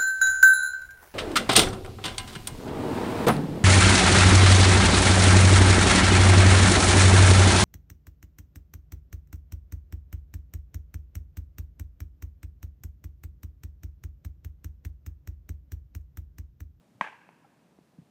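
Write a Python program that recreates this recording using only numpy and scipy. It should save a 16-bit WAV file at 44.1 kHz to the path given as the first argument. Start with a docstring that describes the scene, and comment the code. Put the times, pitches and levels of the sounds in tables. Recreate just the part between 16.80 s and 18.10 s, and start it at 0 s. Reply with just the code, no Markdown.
"""One hard knock of wood on wood in a bare, quiet forest.
The wood rings very briefly; the trunks scatter the knock back as a ragged, fading tail.
Light dry taps, a faint far knock and some soft bumps at the microphone dot the quiet,
over a bed of low distant rumble and hiss."""
import sys
import numpy as np
from scipy import signal
from scipy.fft import rfft, irfft
from scipy.io import wavfile

SR = 44100
rng = np.random.default_rng(int(sys.argv[2]) if len(sys.argv) > 2 else 0)


def wrap_up_sound(samples):
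    """Save the sound to the file named by the first command line argument, as 16-bit audio."""
    columns = np.atleast_2d(samples).T
    # keep every value between -1 and 1, then stretch to whole-number steps
    tamed = np.clip(columns, -1, 1)
    steps = np.round(tamed * 32767).astype(np.int16)
    wavfile.write(sys.argv[1], SR, steps)


N = 57330
T = np.arange(N) / SR
KNOCK_S = .21046  # cue for the knock and its forest tail


def from_db(db):
    """Decibels to gain."""
    return 10 ** (np.asarray(db) / 20)


def since(start):
    """Seconds since a cue, zero before it."""
    return np.maximum(T - start, 0)


def fade(start, t60):
    """Envelope that opens on a cue and falls 60 dB in t60 seconds."""
    return (T > start) * np.exp(-np.log(1000) * since(start) / t60)


def ring(start, hz, t60):
    """A struck mode: instant attack, exponential decay."""
    return fade(start, t60) * np.sin(2 * np.pi * hz * since(start))


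def soft_ring(start, hz, rise):
    """A softly pushed mode: swells to height 1 in rise seconds, then dies."""
    swell = since(start) / rise
    return swell * np.exp(1 - swell) * np.sin(2 * np.pi * hz * since(start))


def noise(colour):
    """Noise of rms 1, shaped by an EQ curve of (frequency [Hz], relative level [dB])."""
    hz, db = np.transpose(colour)
    bins_hz = np.maximum(np.fft.rfftfreq(N, 1 / SR), 1)
    eq = from_db(np.interp(np.log(bins_hz), np.log(hz), db))
    shaped = irfft(rfft(rng.standard_normal(N)) * eq, N)
    return shaped / shaped.std()


# EQ curve of the distant rumble and hiss: (frequency [Hz], relative level [dB])
AIR_EQ = [(25, -21), (50, -12), (80, -9), (115, -7), (155, -1), (215, -3.5), (400, -12), (700, -14.5),
          (950, -19), (1250, -23), (1900, -26), (2600, -28.5), (5000, -32.5), (9000, -35.5), (15000, -42)]


def air():
    """The ambience bed: a distant rumble that wavers very slightly under a steady hiss."""
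    level_db, waver_db, rumble_top_hz = -63.5, -0.1, 400
    waver = noise([(1, 0), (12, 0), (50, -60), (200, -120)])
    bed = noise(AIR_EQ)
    rumble = signal.sosfiltfilt(signal.butter(2, rumble_top_hz, fs=SR, output="sos"), bed)
    hiss = bed - rumble
    return from_db(level_db) * (hiss + from_db(waver_db * waver) * rumble)


# Soft bumps at the microphone: (time [s], level [dB], pitch [Hz], attack [s])
BUMP_CUES = [(.149, -52.5, 120, .007), (0.9878, -43, 249, 0.0013), (1.1832, -44.5, 243, 0.0036),
             (1.187, -39, 160.5, 0.0042), (1.218, -46.5, 139.5, 0.0021)]


def microphone_bumps():
    """Each gentle push on the microphone swells into one low, dull tone."""
    return sum(from_db(db) * soft_ring(start, hz, rise) for start, db, hz, rise in BUMP_CUES)


# Tones of the far knock: (frequency [Hz], level [dB])
FAR_KNOCK_TONES = [(805, -55), (1350, -62.5)]


def far_knock():
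    """One faint knock, its attack blurred by distance."""
    return sum(from_db(db) * soft_ring(start=.644, hz=hz, rise=.0051) for hz, db in FAR_KNOCK_TONES)


# Light taps: (time [s], level [dB], pitch [Hz], decay t60 [s], relative overtone level [dB])
TAP_CUES = [(0.4903, -39.5, 850, 0.011, -5), (0.987, -52.5, 715, 0.013, -26)]


def taps():
    """Each dry tap rings one short mode and a shorter overtone."""
    overtone_ratio = 2.84
    track = np.zeros(N)
    for start, db, hz, t60, overtone_db in TAP_CUES:
        overtone = from_db(overtone_db) * ring(start, hz * overtone_ratio, t60=.004)
        track += from_db(db) * (ring(start, hz, t60) - overtone)
    return track


# EQ curve of the deep forest's tail: (frequency [Hz], relative level [dB])
FAR_TAIL_EQ = [(200, -21.5), (550, -9), (750, -10.5), (930, 5), (1300, -10.5), (1650, 0), (2000, -10),
               (2600, -5.5), (3500, -24.5), (6000, -29), (15000, -44.5)]
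# EQ curve of the near trunks' scatter: (frequency [Hz], relative level [dB])
NEAR_TAIL_EQ = [(150, -26.5), (450, -14), (770, -9.5), (870, 3), (950, -6), (1055, 0), (1230, -9.5),
                (1480, -10.5), (1610, 3), (1830, -10.5), (2300, -6), (2540, -8.5), (3200, -17.5),
                (4500, -29), (6500, -31.5), (10000, -37.5), (15000, -54.5)]
# Groups of trunks that answer together: (delay [s], level before the build-up [dB], spread [s])
TRUNK_ECHOES = [(.011, -32, 0.0013), (0.036, -37, 0.0034), (.044, -51, .002), (0.055, -37, 0.0018),
                (0.064, -39.5, 0.0026), (0.074, -41.5, 0.0026), (0.119, -49.5, 0.0054),
                (0.206, -56, 0.0032)]


def forest_tail():
    """Near trunks throw the knock back in clumps; the deep forest adds a longer, fainter wash."""
    near_db, far_db, build_up_s, bark_cut_hz = -36.5, -53, .011, 3200
    wash = from_db(near_db) * fade(KNOCK_S, t60=.35)
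    clump_power = sum(from_db(db) ** 2 * np.exp(-((T - KNOCK_S - delay) / spread) ** 2)
                      for delay, db, spread in TRUNK_ECHOES)
    scatter = noise(NEAR_TAIL_EQ)
    # Bark dulls the clumps, so the top end follows only the smooth wash.
    dull = signal.sosfiltfilt(signal.butter(2, bark_cut_hz, fs=SR, output="sos"), scatter)
    near = np.sqrt(wash ** 2 + clump_power) * dull + wash * (scatter - dull)
    far = from_db(far_db) * fade(KNOCK_S, t60=1.514) * noise(FAR_TAIL_EQ)
    build_up = 1 - np.exp(-since(KNOCK_S) / build_up_s)
    return build_up * (near + far)


# Modes of the struck wood: (frequency [Hz], relative level [dB], decay t60 [s])
WOOD_MODES = [(193, -27.5, 0.031), (268, -30.5, 0.0075), (575, -34, .035), (919, -9.5, 0.023),
              (1080.6, -10.5, .015), (1543, -27.5, 0.031), (1893, -17, 0.029), (2340, -27, .024),
              (2590, -27.5, 0.02), (3200, -29, 0.01), (3648, -33, 0.029), (4290, -47, .03),
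              (4500, -52, .019), (5750, -46, 0.031), (6600, -45, 0.017)]


def wood_knock():
    """The main hit: a brief contact rings the wood's modes, with a crack of crushed fibres on top."""
    def modes(start):
        """The wood's ring, neighbouring modes in opposite polarity."""
        return sum((-1) ** k * from_db(db) * ring(start, hz, t60)
                   for k, (hz, db, t60) in enumerate(WOOD_MODES))

    body_gain_db, contact_s = -0.13, .00011
    ground_delay_s, ground_gain = .00111, .54
    crack_gain_db, crack_rise_s, crack_band_hz = -42.5, .00049, [4000, 8100]
    # The leaf-covered ground returns the knock inverted, which hollows it.
    hollow = modes(KNOCK_S) - ground_gain * modes(KNOCK_S + ground_delay_s)
    pole = np.exp(-2 / (contact_s * SR))  # the contact time rounds off the top end
    body = signal.lfilter([1 - pole], [1, -pole], hollow)
    crush = (1 - np.exp(-since(KNOCK_S) / crack_rise_s)) * fade(KNOCK_S, t60=.025)
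    band = signal.butter(1, crack_band_hz, "band", fs=SR, output="sos")
    crack = signal.sosfilt(band, rng.standard_normal(N) * crush)
    return from_db(body_gain_db) * body + from_db(crack_gain_db) * crack


def scene():
    """The mono mix: the hit, its tail, the small sounds and the bed."""
    return (wood_knock() + forest_tail() + taps() + far_knock() + microphone_bumps() + air())[None]


def record(dry):
    """The small microphone loses the deep bass; the top is cut steeply."""
    low_cut_hz, high_cut_hz = 106, 15400
    thin = signal.sosfilt(signal.butter(2, low_cut_hz, "high", fs=SR, output="sos"), dry)
    return signal.sosfilt(signal.ellip(10, .1, 70, high_cut_hz, fs=SR, output="sos"), thin)


dry = scene()
out = record(dry)
wrap_up_sound(out)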